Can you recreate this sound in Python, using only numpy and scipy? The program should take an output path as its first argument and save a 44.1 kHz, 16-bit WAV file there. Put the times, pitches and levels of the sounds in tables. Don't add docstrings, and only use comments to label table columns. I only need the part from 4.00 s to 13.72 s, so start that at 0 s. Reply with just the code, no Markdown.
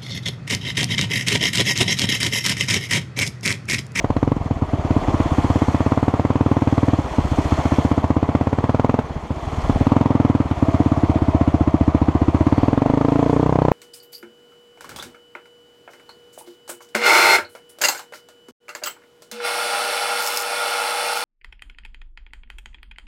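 import sys
import numpy as np
from scipy import signal
from scipy.io import wavfile
from scipy.ndimage import uniform_filter1d

SR = 44100
rng = np.random.default_rng(int(sys.argv[2]) if len(sys.argv) > 2 else 0)


def gain_from_db(level_db):
    decades = np.asarray(level_db, float) / 20
    return 10 ** decades


def output_pcm(signal):
    pcm = np.clip(np.atleast_2d(signal).T, -1, 1) * 32767
    wavfile.write(sys.argv[1], SR, np.round(pcm).astype(np.int16))


N = 428652


def evened(x):
    return x / np.sqrt(np.mean(x ** 2) + 1e-20)


def curve(rows, t_s):
    row_s, *columns = np.transpose(rows)
    return [np.interp(t_s, row_s, column) for column in columns]


def swells(rows, rest_db):
    t_s = np.arange(N) / SR
    power = gain_from_db(rest_db) ** 2
    for peak_s, rise_s, fall_s, db in rows:
        side_s = np.where(t_s < peak_s, rise_s, fall_s)
        power = power + gain_from_db(db) ** 2 * np.exp(-((t_s - peak_s) / side_s) ** 2)
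    return np.sqrt(power)


def noise(spectrum, patchy_db, flicker_db, size=512):
    hop = size // 4
    bin_hz = np.fft.rfftfreq(size, 1 / SR)
    real, imag, patches = rng.standard_normal((N // hop + 5, len(bin_hz), 3)).T
    patches = uniform_filter1d(patches, size=6, axis=0)
    patches = evened(uniform_filter1d(patches, size=14, axis=1))
    flicker = evened(uniform_filter1d(rng.standard_normal(real.shape[1]), size=4))
    hz, db = np.transpose(spectrum)
    colour_db = np.interp(np.log(bin_hz + 1), np.log(hz), db, left=-70, right=-90)[:, None]
    frames = (real + 1j * imag) * gain_from_db(colour_db + patchy_db * patches + flicker_db * flicker)
    return evened(signal.istft(frames, nperseg=size, noverlap=size - hop)[1][:N])


def mode(t_s, hz, db, t60_s, arrival_ms, rise_ms=.6):
    since_s = np.maximum(t_s - arrival_ms / 1000, 0)
    onset = 1 - np.exp(-1000 * since_s / rise_ms)
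    return gain_from_db(db - 60 * since_s / t60_s) * np.sin(2 * np.pi * hz * since_s) * onset


# time in seconds, firings per second.
SPEED = [(0.0, 18.15), (0.2, 14.92), (0.28, 24.39), (0.52, 18.0), (1.44, 16.21), (1.5, 18.71),
         (1.62, 15.33), (2.06, 19.2), (2.12, 16.78), (2.26, 18.91), (2.82, 18.94), (2.9, 20.21),
         (3.0, 15.82), (3.26, 14.82), (3.5, 14.83), (4.44, 16.64), (4.96, 21.51), (5.2, 12.58),
         (5.46, 19.2), (5.84, 17.04), (5.96, 22.77), (6.02, 21.0), (6.14, 21.18), (6.6, 17.14),
         (6.78, 16.84), (6.9, 17.65), (7.12, 16.09), (7.92, 14.41), (8.3, 15.52), (8.52, 17.55),
         (8.74, 21.47), (8.92, 26.8), (9.1, 27.4), (9.58, 32.33), (9.72, 29.85)]
# time in seconds, thump change in dB,
# change of the rest in dB (the crack changes by 2.4 times this).
STUMBLES = [(0.006, -11, -34), (0.365, -5, -5.5), (0.409, -2, -12), (0.458, -2.5, -8), (0.563, -5.5, -14.5),
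            (0.688, -11, -16), (0.791, -1.5, -11.5), (0.847, -3, -2.5), (1.022, -12, -11), (1.257, -3, -6),
            (1.317, 0, -8), (2.987, -1.8, -2.5), (3.053, -8, -29), (3.118, -10, -32), (3.249, -2.5, -13),
            (3.315, 1.5, -2.5), (3.452, -3, -5), (3.586, -1.5, -5.5), (5.046, -8, -22), (5.104, -6, -12),
            (5.161, -4.5, -10), (5.234, -11, -16), (5.305, -2, -1.5), (5.37, -9, -20), (5.434, -10, -34),
            (5.474, -3, -13.5), (5.528, -5, -14), (5.581, 0, -13), (5.649, -4, -31), (5.758, -1, -9.5),
            (5.809, 2.5, -2), (6.455, -3, -11.0), (6.577, -5, -19), (6.973, -1, -3), (7.218, 0, -0.7)]
FIRST_SHARE = .229


def firings():
    t_s = np.arange(N) / SR
    cycles = FIRST_SHARE + np.cumsum(curve(SPEED, t_s)[0]) / SR
    fired_s = np.interp(np.arange(int(cycles[-1]) + 1), cycles, t_s)
    for when_s, *_ in STUMBLES:
        fired_s[np.argmin(abs(fired_s - when_s))] = when_s
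    return fired_s


def turned():
    fired_s = firings()
    return np.interp(np.arange(N) / SR, fired_s, np.arange(len(fired_s)))


# time in seconds, silencer level in dB,
# silencer pitch in Hz, silencer t60 in seconds, crack level in dB; firings scatter around these.
VOICE = [(.1, 2.5, 279, 0.022, -1), (.6, 7, 282, 0.016, -9), (1.3, 8.5, 295, 0.019, -4),
         (2.2, 4, 278, 0.021, -1.5), (2.75, 8.5, 284, 0.02, -4), (3.6, 9, 281, 0.017, -4.5),
         (4.25, 4.5, 293, 0.021, -2), (4.62, 4, 269, 0.021, -1.8), (4.85, 2.3, 259, 0.026, 4),
         (5, -4, 256, 0.045, -1), (5.08, 4, 277, 0.012, -11), (5.9, 9, 267.5, 0.025, -1.5),
         (6.15, 6.5, 269, 0.025, -3.5), (7, 9.5, 296, 0.018, -11.5), (7.9, 9, 289, 0.019, -7.5),
         (8.45, 10.5, 292, 0.019, -5), (8.8, 0, 271, 0.036, -1), (9.05, -1, 282, 0.044, -2.5),
         (9.38, -4, 285, 0.054, -4), (9.47, -0.5, 293, 0.023, -3), (9.72, -0.5, 307, 0.023, 3)]
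# pitch in Hz, level in dB re crack, t60 in seconds before racing, # arrival in ms
CRACK = [(600, 1.5, .0052, 2.3), (880, -19, .012, 2.6), (1050, -20, .03, 2.8)]
# frequency in Hz, relative density in dB per Hz.
JET = [(400, -24.5), (800, 9), (1200, 17.5), (1500, 3), (2200, 1.3), (3500, -8), (5000, -15.5), (7000, -17),
       (10000, -32.5), (14000, -38)]
# dB when it stands at 0 dB, dB per silencer dB, dB gained when racing.
BOOM, PIPE, CHAMBER, BARK = (-11, 0.6, -20.5), (-14.5, 0.081, 7.4), (-8.5, 0.57, -0.88), (-21, -1.8, 7)
RACING_PER_S = (23, 30.8)


def exhaust():
    fired_s = firings()
    speed = 1 / uniform_filter1d(np.gradient(fired_s), size=3) / 18
    ring_db, ring_hz, ring_t60_s, crack_db = curve(VOICE, fired_s)
    racing = np.interp(curve(SPEED, fired_s)[0], RACING_PER_S, (0, 1))
    boom_db, pipe_db, chamber_db, bark_db = (db + follows * ring_db + racing_db * racing
                                             for db, follows, racing_db in (BOOM, PIPE, CHAMBER, BARK))
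    low_db, high_db = np.zeros((2, len(fired_s)))
    for when_s, thump_db, rest_db in STUMBLES:
        k = np.argmin(abs(fired_s - when_s))
        low_db[k] += thump_db
        high_db[k] += rest_db
        crack_db[k] += 1.4 * rest_db
    luck = rng.standard_normal((len(fired_s), 10)) / speed[:, None]
    t_s = (np.arange(SR // 6) - SR // 100) / SR
    blasts, gate = np.zeros((2, N + SR))
    for k, when_s in enumerate(fired_s):
        lead_ms = max(.3 * high_db[k], -9)
        boom_hz = 86 * speed[k] ** .53 * (1 + .008 * high_db[k])
        boom = mode(t_s, boom_hz, boom_db[k] + luck[k, 0], .079 / speed[k], lead_ms, rise_ms=3.3)
        return_ms = .33 + 3.93 / speed[k] ** 1.08 + lead_ms
        pipe = mode(t_s, 148, pipe_db[k] + luck[k, 2], .074 / speed[k], return_ms)
        hz = ring_hz[k] * (1 + .015 * luck[k, 3])
        t60_s = ring_t60_s[k] * (1 + .06 * luck[k, 2])
        ring = mode(t_s, hz, ring_db[k] + .5 * luck[k, 7], t60_s, .55)
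        chamber = mode(t_s, 1.1 * hz, ring_db[k] + chamber_db[k] + .3 * luck[k, 4], .024, .57)
        bark_hz = 455 * (1 + .02 * luck[k, 5])
        bark = mode(t_s, bark_hz, bark_db[k] + luck[k, 1], .01 + .5 * ring_t60_s[k], 2.3)
        crack = 0
        for j, (mode_hz, db, mode_t60_s, arrival_ms) in enumerate(CRACK):
            crack = crack + mode(t_s, mode_hz * (1 + .04 * luck[k, 9]), crack_db[k] + db + luck[k, 6 + j],
                                 mode_t60_s * (1 + .35 * racing[k]), arrival_ms, rise_ms=.4)
        start = round(when_s * SR) - 30
        at = slice(start, start + len(t_s))
        blasts[at] += gain_from_db(low_db[k]) * (boom + pipe) + gain_from_db(high_db[k]) * (chamber + bark + crack - ring)
        late = np.maximum(t_s - .002, 0) / 0.0019
        tail = 0.63 * (1 - np.exp(-late)) * np.exp(-late / 6)
        puff = late * np.exp(1 - late) + tail
        puff_db = high_db[k] + 0.64 * crack_db[k] - 3.1 * racing[k] + 0.42 * luck[k, 8]
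        gate[at] += gain_from_db(puff_db) * puff
    heard = slice(SR // 100, SR // 100 + N)
    return blasts[heard] + gain_from_db(-28) * gate[heard] * noise(JET, 0.94, 1.5)


def shake():
    cycles = turned()
    speed = uniform_filter1d(np.gradient(cycles), size=4000) * SR / 30
    return gain_from_db(-29) * speed ** 3 * np.cos(2 * np.pi * (2 * cycles - .45))


# time in seconds, level in dB before bursts and trim.
RATTLE = [(0.0, -37), (0.6, -34), (1.1, -26.5), (2.06, -30.5), (3.1, -30.5), (3.6, -27.5), (4.2, -31.5),
          (4.7, -31), (5.25, -34.5), (5.9, -28), (6.2, -29), (6.45, -31.5), (6.82, -29), (7.8, -31),
          (8.6, -29), (9.42, -31), (9.72, -32)]
# centre as share of the cycle, width (sigma) as share, gain in dB.
KNOCKS = [(0.079, 0.1, 3), (.22, 0.033, 1.5), (.36, 0.23, 6), (.9, 0.047, 5.5)]
# frequency in Hz, relative density in dB per Hz.
CLATTER = [(250, -1.5), (400, -3.5), (560, -6.5), (690, -1), (850, -5), (1080, -3.5), (1300, -13),
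           (1570, -21), (2000, -19.5), (3500, -30.5), (6500, -45), (12000, -79.5)]


def clatter():
    share = turned() % 1
    bursts_db = 0
    for centre, width, db in KNOCKS:
        offset = (share - centre + .5) % 1 - .5
        bursts_db = bursts_db + db * np.exp(-.5 * (offset / width) ** 2)
    level_db = curve(RATTLE, np.arange(N) / SR)[0]
    return gain_from_db(level_db + bursts_db - 4.5) * noise(CLATTER, 1.0, 0.79)


# peak in seconds, rise in seconds,
# fall in seconds, level in dB before gulps and trim.
INTAKE = [(0.02, .1, 0.17, -45), (.98, 0.24, 0.26, -35.5), (1.98, 0.14, 0.072, -39), (2.87, .2, .1, -39.5),
          (3.75, 0.63, 0.36, -38), (5.0, 0.18, 0.035, -46), (5.4, 0.051, 0.13, -45),
          (5.82, 0.23, 0.26, -41), (6.71, 0.05, 0.15, -33), (7.35, 0.38, 0.78, -33.5), (9.1, 0.44, .4, -36)]
QUIET_INTAKE_DB = -56.5


def intake():
    gulp_db = 4.0 * np.cos(2 * np.pi * (turned() - .05))
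    note = noise([(560, -19.5), (640, -0.5), (682, -0.5), (730, -5), (820, -29.5)], 0.42, 2.1, size=2048)
    return swells(INTAKE, QUIET_INTAKE_DB) * gain_from_db(gulp_db + 3.0) * note


# peak in seconds, rise in seconds, fall in seconds,
# level in dB before trim.
SURGES = [(1.05, .2, 0.25, -49), (1.45, 0.25, 0.48, -45), (2.85, 0.38, 0.089, -50), (3.65, 0.5, 0.25, -43),
          (4.4, 0.11, 0.3, -58), (5.7, 0.24, 0.2, -47.5), (6.62, 0.14, 0.72, -52.5),
          (8.6, 0.32, 0.15, -53.5), (9.35, 0.31, .15, -51)]
# frequency in Hz, relative density in dB per Hz.
SPRAY = [(760, -26), (1300, -1.5), (1520, -9), (2150, -5.5), (2720, -14), (3170, -8.5), (3510, -10.5),
         (3810, -22.5), (4220, -12.5), (4820, -19.5), (6550, -16.5), (10100, -31), (11600, -34.5),
         (13400, -37), (15000, -51)]
SHALLOW_DB = -54.5


def spray():
    return swells(SURGES, SHALLOW_DB) * gain_from_db(5.5) * noise(SPRAY, 1.37, 1.13, size=256)


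# peak in seconds, rise in seconds, fall in seconds,
# level in dB before trim.
GUSTS = [(.3, .5, .4, -39.5), (1.15, .3, .3, -38.5), (2.3, 0.27, 0.25, -45), (3.2, 0.11, 0.32, -38),
         (5.0, .3, 0.22, -47), (5.62, 0.12, 0.21, -32.5), (7.05, 0.21, .25, -42), (8.05, 0.32, 0.17, -47),
         (8.65, 0.062, 0.26, -35.5), (9.72, .15, 0.13, -39)]
# frequency in Hz, relative density in dB per Hz.
RUMBLE = [(18, -8), (28, 0), (40, -2), (60, -13), (100, -24), (300, -34), (600, -50)]
CALM_DB = -60


def wind():
    return swells(GUSTS, CALM_DB) * gain_from_db(8.0) * noise(RUMBLE, 2.4, 0.53, size=4096)


def splash():
    peak_s, sigma_s, level_db = 8.6, .1, -56
    swell = np.exp(-.5 * ((np.arange(N) / SR - peak_s) / sigma_s) ** 2)
    sizzle = noise([(3600, -26), (4100, -3.0), (4600, 6.0), (5200, -17)], 1.5, 1.5)
    return gain_from_db(level_db) * swell * sizzle


def scene():
    return (exhaust() + shake() + clatter() + intake() + spray() + wind() + splash())[None]


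def roll_off(x):
    return signal.sosfilt(signal.butter(12, 15150, fs=SR, output="sos"), x)


def record(dry):
    high_pass = signal.butter(2, 32, "high", fs=SR, output="sos")
    cut = signal.sosfiltfilt(high_pass, dry)
    return roll_off(np.clip(cut, -1, 1))


dry = scene()
out = record(dry)
output_pcm(out)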